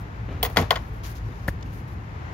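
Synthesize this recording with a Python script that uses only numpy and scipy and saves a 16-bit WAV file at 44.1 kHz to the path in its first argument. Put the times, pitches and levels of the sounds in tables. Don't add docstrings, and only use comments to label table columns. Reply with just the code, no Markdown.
import sys
import numpy as np
from scipy import signal
from scipy.fft import rfft, irfft, next_fast_len
from scipy.io import wavfile

SR = 44100
rng = np.random.default_rng(int(sys.argv[2]) if len(sys.argv) > 2 else 0)


def undo_db(level):
    steps = np.asarray(level, float) / 20
    return 10 ** steps


def materialize(psi):
    bounded = np.clip(np.atleast_2d(psi).T, -1, 1)
    quanta = np.round(bounded * 32767).astype(np.int16)
    wavfile.write(sys.argv[1], SR, quanta)


N = 102885
SIZE = next_fast_len(N + 4096)

# [pitch_hz, level_db]
BRIGHT_HISS = [(5000, -51), (8500, -5), (11000, 0), (12200, 4), (13500, -2.5), (16000, -4)]


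def rms_one(x):
    return x / np.sqrt(np.mean(x ** 2) + 1e-20)


def in_time(rows):
    return np.interp(np.arange(N) / SR, *np.transpose(rows))


def at_hz(points):
    hz, value = np.transpose(points)
    grid_hz = np.arange(SIZE // 2 + 1) * SR / SIZE
    return np.interp(np.log(grid_hz + 1), np.log(np.maximum(hz, 1)), value)


def colour(x, points):
    closed = [(points[0][0] / 2, -80), *points, (points[-1][0] * 2, -80)]
    return irfft(rfft(x, SIZE) * undo_db(at_hz(closed)), SIZE)[..., :N]


def drift(rate_hz):
    r = np.exp(-2 * np.pi * rate_hz / SR)
    warm_up = SR
    noise = rng.standard_normal(N + warm_up)
    return rms_one(signal.lfilter([1], [1, -2 * r, r * r], noise)[warm_up:])


def decay(x, t60_s):
    return signal.lfilter([1], [1, -undo_db(-60 / (t60_s * SR))], x + 1e-18)


def spikes(start_s, heights):
    return np.bincount((np.ravel(start_s) * SR).astype(int), np.ravel(heights), N)[:N]


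def strike(start_s, level_db, modes, cycles=1.9, turn=-1):
    out = np.zeros(N)
    for k, (hz, mode_db, t60_s) in enumerate(modes):
        scatter_db = rng.normal(0, 1.5, len(start_s))
        hits = spikes(start_s, undo_db(level_db + mode_db + scatter_db)) * turn ** k + 1e-18
        w = 2 * np.pi * hz / SR
        build = np.exp(-2 * hz / SR / cycles)
        r = undo_db(-60 / (t60_s * SR))
        push = signal.lfilter([1 - build, 0, build - 1], [1, -2 * build * np.cos(w), build ** 2], hits)
        out += signal.lfilter([0, np.sin(w)], [1, -2 * r * np.cos(w), r * r], push)
    return out


def place(x, share):
    # [pitch_hz, lead_radians]
    left_lead = [(300, 1.05), (700, 0.68), (1060, 2.06), (2050, 1.18), (3200, 2.12), (12000, 1.2)]
    # [left_s, right_s, level_db]
    doorway_echoes = [(.0021, 0.0043, -14), (.0052, .0043, -22), (.0083, .0097, -26), (.0131, 0.013, -27)]
    right = irfft(rfft(x, SIZE) * np.exp(-1j * share * at_hz(left_lead)), SIZE)[:N]
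    out = np.array([x, right])
    for k, (left_s, right_s, db) in enumerate(doorway_echoes):
        echo = np.array([np.roll(x, int(left_s * SR)), np.roll(x, int(right_s * SR))])
        out = out + share * (-1) ** k * undo_db(db) * echo
    return out


def wide_noise(points):
    # [pitch_hz, likeness from -1 to 1]
    likeness = [(60, 0.98), (130, 0.99), (290, 0.77), (640, 0.22), (1410, -0.73), (3100, 0.37),
                (6820, -0.22), (15000, -0.39)]
    alike = at_hz(likeness)
    mid, side = rfft(rng.standard_normal((2, SIZE)))
    pair = np.sqrt(1 + alike) * mid + np.sqrt(1 - alike) * side * [[1], [-1]]
    return rms_one(colour(irfft(pair, SIZE), points))


def street():
    # [pitch_hz, level_db]
    rumble_colour = [(15, -11), (25, -38), (43, -3.5), (107, -0.5), (129, -7.5), (162, -7.5), (221, -17),
                     (375, -22.5), (500, -25), (650, -63), (1100, -120)]
    # [pitch_hz, level_db]
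    wash_colour = [(300, 4), (500, -0.5), (900, 4), (2000, -3), (3500, -16.5), (7000, -25), (7800, -32),
                   (16000, -95.5)]
    # [time_s, level_db]
    wash_level = [(0.0, -44.5), (2.0, -46), (2.33, -41)]
    # [pitch_hz, level_db]
    hiss_colour = [(8000, -14), (10500, -6), (12000, 0), (13500, -8), (14600, -14), (16000, -15)]
    rumble = undo_db(-34 + 1.2 * drift(8)) * wide_noise(rumble_colour)
    wash = undo_db(in_time(wash_level) + 0.13 * drift(24)) * wide_noise(wash_colour)
    hiss = undo_db(-73) * wide_noise(hiss_colour)
    return rumble + wash + hiss


def engine():
    # [time_s, firing_hz, half_pitch_db, firing_pitch_db]
    course = np.array([(0, 112.8, -49, -46.5), (.45, 114, -37, -36), (.9, 107.2, -43.5, -36.5),
                       (1.22, 110.1, -32, -38), (1.45, 113.4, -45.5, -39.5), (1.802, 106, -40.5, -41.5),
                       (2.33, 102.8, -37, -46)])
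    hz, half_db, firing_db = (in_time(course[:, [0, k]]) for k in (1, 2, 3))
    turns = 2 * np.pi * np.cumsum(hz * (1 + 0.02 * drift(4.04))) / SR
    hum = np.zeros(N)
    for order, db in ((0.5, half_db), (1, firing_db)):
        wobble_db = 3.5 * drift(0.93)
        hum += undo_db(db + wobble_db) * np.sin(order * turns)
    return np.sqrt(2) * hum


def stroke(start_s, hold_s):
    t = np.arange(N) / SR
    rise = np.clip((t - start_s) / (0.25 * hold_s), 0, 1)
    t60_s = min(0.222, 2.37 * hold_s)
    return rise * undo_db(-60 * np.clip(t - start_s - hold_s, 0, 1) / t60_s)


def brushes():
    # [start_s, hold_s, level_db, tilt_db towards the bright part]
    rubs = [(0, 0.021, -61.5, 3), (0.29, .1, -68.5, -11), (0.48, 0.056, -58.5, 0), (0.429, 0.029, -37, 0),
            (0.56, 0.039, -40.5, -11), (1.192, 0.29, -66, -8), (.80, .09, -66.5, -1),
            (0.92, 0.059, -65.5, 1), (1.031, 0.029, -48.5, -8), (1.057, 0.061, -52, -1),
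            (1.148, 0.034, -55.5, -7), (1.4768, 0.014, -42.5, 3), (1.496, 0.036, -69, 3),
            (1.61, 0.0027, -57.5, -11), (1.626, 0.0047, -56, -21.5), (1.637, 0.089, -66.5, -6),
            (1.715, 0.078, -61.5, 0.5), (1.868, 0.063, -65, -3)]
    # [pitch_hz, level_db]
    low_colour = [(900, 5.5), (2800, 1), (5000, 1.5), (7000, 0), (8500, -34), (16000, -64)]
    # [start_s, hold_s, level_db]
    grips = [
        (0.278, 0.042, -40),
        (0.325, 0.092, -46),
        (1.043, 0.023, -64),
    ]
    # [pitch_hz, level_db]
    grip_colour = [(250, 12.5), (500, 6.5), (1200, -5.5), (2200, -6.5), (4000, -19)]
    grains_per_s = 4600 * undo_db(2 * drift(20))
    grains = (rng.random((2, N)) < grains_per_s / SR) * rng.standard_normal((2, N))
    low = rms_one(colour(grains, low_colour))
    top = rms_one(colour(grains[::-1], BRIGHT_HISS))
    dull = rms_one(colour(grains.sum(axis=0), grip_colour))
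    out = sum(undo_db(db) * stroke(start_s, hold_s) for start_s, hold_s, db in grips) * dull
    for start_s, hold_s, db, tilt_db in rubs:
        friction = low * undo_db(-tilt_db / 2) + top * undo_db(tilt_db / 2)
        out = out + undo_db(db) * stroke(start_s, hold_s) * friction
    return out


def metal_ticks():
    # [start_s, bracket_db, pin_db, spring_db, crack_db]
    ticks = [(0.4287, -16.5, -23, -27, -20.5), (.432, -24.5, -23, -29, -37), (0.4496, -25, -37, -30, -28),
             (0.457, -37, -52, -33, -32), (0.462, -34, -51, -40, -27.5), (.500, -51, -49.5, -53, -48),
             (0.562, -47, -54, -70, -24), (0.5705, -12, -31, -56, -10.5), (.578, -25, -40, -60, -22),
             (0.586, -35, -53, -65, -22.5), (0.593, -31, -52, -65, -34), (.602, -43, -50, -65, -32),
             (0.614, -42, -41, -65, -45), (.624, -35, -60, -65, -31), (.7062, -29, -30, -45, -21),
             (0.7073, -10.5, -46, -48, -20), (0.7125, -35, -54, -55, -20), (0.717, -31, -55, -60, -26),
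             (0.7569, -29.5, -54, -60, -32), (0.7605, -26, -58, -65, -35), (0.771, -39, -70, -70, -49)]
    # [pitch_hz, level_db, t60_s]
    bracket = [(2630, -18, 0.0132), (3054, -5, .02), (3280, 0, 0.016), (3350, -7, 0.019),
               (3514, -5.5, .012), (3730, -19.5, 0.014), (4200, -4.5, 0.019), (4650, -9, 0.024),
               (5350, -11, 0.021), (5850, -24, 0.018), (6400, -17.5, 0.024), (6620, -14.5, 0.014)]
    # [pitch_hz, level_db, t60_s]
    pin = [(10400, -18, .01), (12290, 0, .045), (14450, -9, .06)]
    # [pitch_hz, level_db, t60_s]
    spring = [(15540, 0, .05), (15660, -3, .05)]
    # [pitch_hz, level_db]
    crack_colour = [(420, -11), (560, 14.5), (900, 13), (3000, -1), (6800, -11.5), (8300, -27),
                    (11000, -14.5), (16000, -25)]
    start_s, bracket_db, pin_db, spring_db, crack_db = np.transpose(ticks)
    rings = np.zeros(N)
    for level_db, part in ((bracket_db, bracket), (pin_db, pin), (spring_db, spring)):
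        rings += strike(start_s, level_db, part, turn=0.99)
    blows = spikes(start_s, undo_db(crack_db))
    white = rng.standard_normal((3, N))
    crack = undo_db(-2.5) * decay(blows, 0.027) * rms_one(colour(white[0], crack_colour))
    alike = 0.18
    spread = np.sqrt(alike) * white[0] + np.sqrt(1 - alike) * white[1:]
    pin_blows = spikes(start_s, undo_db(pin_db))
    fizz = undo_db(3) * decay(pin_blows, 0.012) * rms_one(colour(spread, BRIGHT_HISS))
    rattle = undo_db(-18.5) * decay(blows, 0.26) * rms_one(colour(spread, crack_colour))
    return place(rings + crack, share=0.82) + fizz + rattle


def door_knocks():
    # [start_s, low_panel_db, high_panel_db, leg_db, arm_db]
    knocks = [(.4292, -24.5, -29, -22.5, -26.5), (0.4321, -19, -17.5, -24, -34), (.441, -45, -38, -34, -28),
              (.4505, -28, -32, -25, -25), (.455, -38, -36, -36, -33), (.4645, -27.5, -31, -28, -35),
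              (.500, -34, -38, -52, -61), (.5693, -19.5, -23, -25, -11.5), (.5732, -24, -28, -38, -24),
              (0.5766, -18.5, -16, -36, -35), (.5806, -25, -35, -22, -23.5), (.587, -30, -43, -18, -20.5),
              (.5965, -24.5, -19, -21, -28), (.604, -20, -41, -32, -41), (.613, -32, -41, -40, -33),
              (.620, -31, -42, -30, -30), (.627, -28, -34, -28, -32), (.7077, -24.5, -10.5, -7, -22),
              (.7100, -33, -27, -40, -13), (.7185, -26, -36, -28, -44), (.726, -25.5, -33, -16, -32),
              (.732, -32.5, -25, -29, -45), (.7580, -36, -27, -37, -28), (.7612, -30, -28, -21, -25.5),
              (.7645, -25.5, -26, -20, -34), (.772, -34, -29, -32, -32.5)]
    # [pitch_hz, level_db, t60_s]
    panel_low = [(466.5, 0, 0.059), (537, -11, 0.02)]
    # [pitch_hz, level_db, t60_s]
    panel_high = [(704, 0, 0.022), (739, -3, 0.032), (840, -12, 0.014)]
    # [pitch_hz, level_db, t60_s]
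    leg = [(1068, 0.5, 0.024), (1264, -18, 0.028), (1470, -10, 0.032), (1660, -11, .02)]
    # [pitch_hz, level_db, t60_s]
    arm = [(1922, -3, 0.025), (2043, 2, 0.021), (2234, -14.5, 0.048)]
    start_s, *levels_db = np.transpose(knocks)
    rings = np.zeros(N)
    for level_db, part in zip(levels_db, (panel_low, panel_high, leg, arm)):
        rings += strike(start_s, level_db, part, turn=0.83)
    return place(rings, share=0.82)


def foot_landing():
    # [start_s, level_db]
    landings = [
        (0.57, -18),
        (.580, -15),
        (0.588, -21.5),
        (0.601, -21.5),
        (0.612, -21.5),
        (.621, -23),
    ]
    # [pitch_hz, level_db, t60_s]
    thud = [(84.9, -4.5, 0.27), (150, -3.5, 0.066), (171.5, 1, 0.068), (252, -3.5, 0.0643),
            (350, -6, 0.051)]
    start_s, level_db = np.transpose(landings)
    return strike(start_s, level_db, thud)


def grit():
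    # [start_s, level_db, pitch_hz, t60_s]
    ticking_grains = [
        (1.628, -40, 3100, .008),
        (1.629, -43, 1900, .008),
        (1.661, -47, 2750, .025),
        (1.327, -54, 3600, .02),
    ]
    ticking = sum(strike([s], db, [(hz, 0, t60_s)]) for s, db, hz, t60_s in ticking_grains)
    return place(ticking, share=0.4)


def fist():
    # [start_s, knuckle_db, palm_db, thud_db]
    contacts = [
        (1.481, -23, -38, -52),
        (1.4812, -14, -28, -36),
        (1.4840, -19, -15.5, -10.5),
        (1.491, -22, -36, -19),
    ]
    # [pitch_hz, level_db, t60_s]
    knuckle = [(810, 1, 0.0041), (1090, -2.5, 0.003), (1440, 0.5, 0.0037), (2090, -10, 0.0037),
               (2920, -10, .003), (4440, -23.5, .008)]
    # [pitch_hz, level_db, t60_s]
    palm = [(513, -2, 0.014), (687, -5.5, .01), (1540, -9.5, .012), (1783, -1.5, 0.016), (2080, -7, 0.0089)]
    # [pitch_hz, level_db, t60_s]
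    floor_thud = [(92.5, 3, 0.058), (172, -2.5, 0.037), (285, -15, 0.038)]
    start_s, knuckle_db, palm_db, thud_db = np.transpose(contacts)
    skin = strike(start_s, knuckle_db, knuckle, cycles=0.8) + strike(start_s, palm_db, palm)
    return place(skin, share=0.4) + strike(start_s, thud_db, floor_thud, cycles=0.15, turn=1)


def scene():
    background = street() + engine()
    stop = metal_ticks() + door_knocks() + foot_landing()
    hand = brushes() + grit() + fist()
    return background + stop + hand


def low_pass(x):
    return signal.sosfilt(signal.butter(12, 16950, fs=SR, output="sos"), x)


def record(dry):
    # [pitch_hz, level_db]
    port_balance = [(60, 1.5), (130, 1), (290, 0.5), (640, 3), (1410, 5), (3100, 5), (6820, 5),
                    (15000, -5.5)]
    tilt_db = at_hz(port_balance) / 2 * [[1], [-1]]
    ports = irfft(rfft(dry, SIZE) * undo_db(tilt_db), SIZE)[:, :N]
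    ports = signal.sosfilt(signal.butter(3, 40, "high", fs=SR, output="sos"), ports)
    ports = signal.sosfilt(signal.cheby2(14, 40, 16180, fs=SR, output="sos"), ports)
    ceiling = 0.96
    ports = ports / (1 + (ports / ceiling) ** 8) ** (1 / 8)
    return low_pass(ports)


dry = scene()
out = record(dry)
materialize(out)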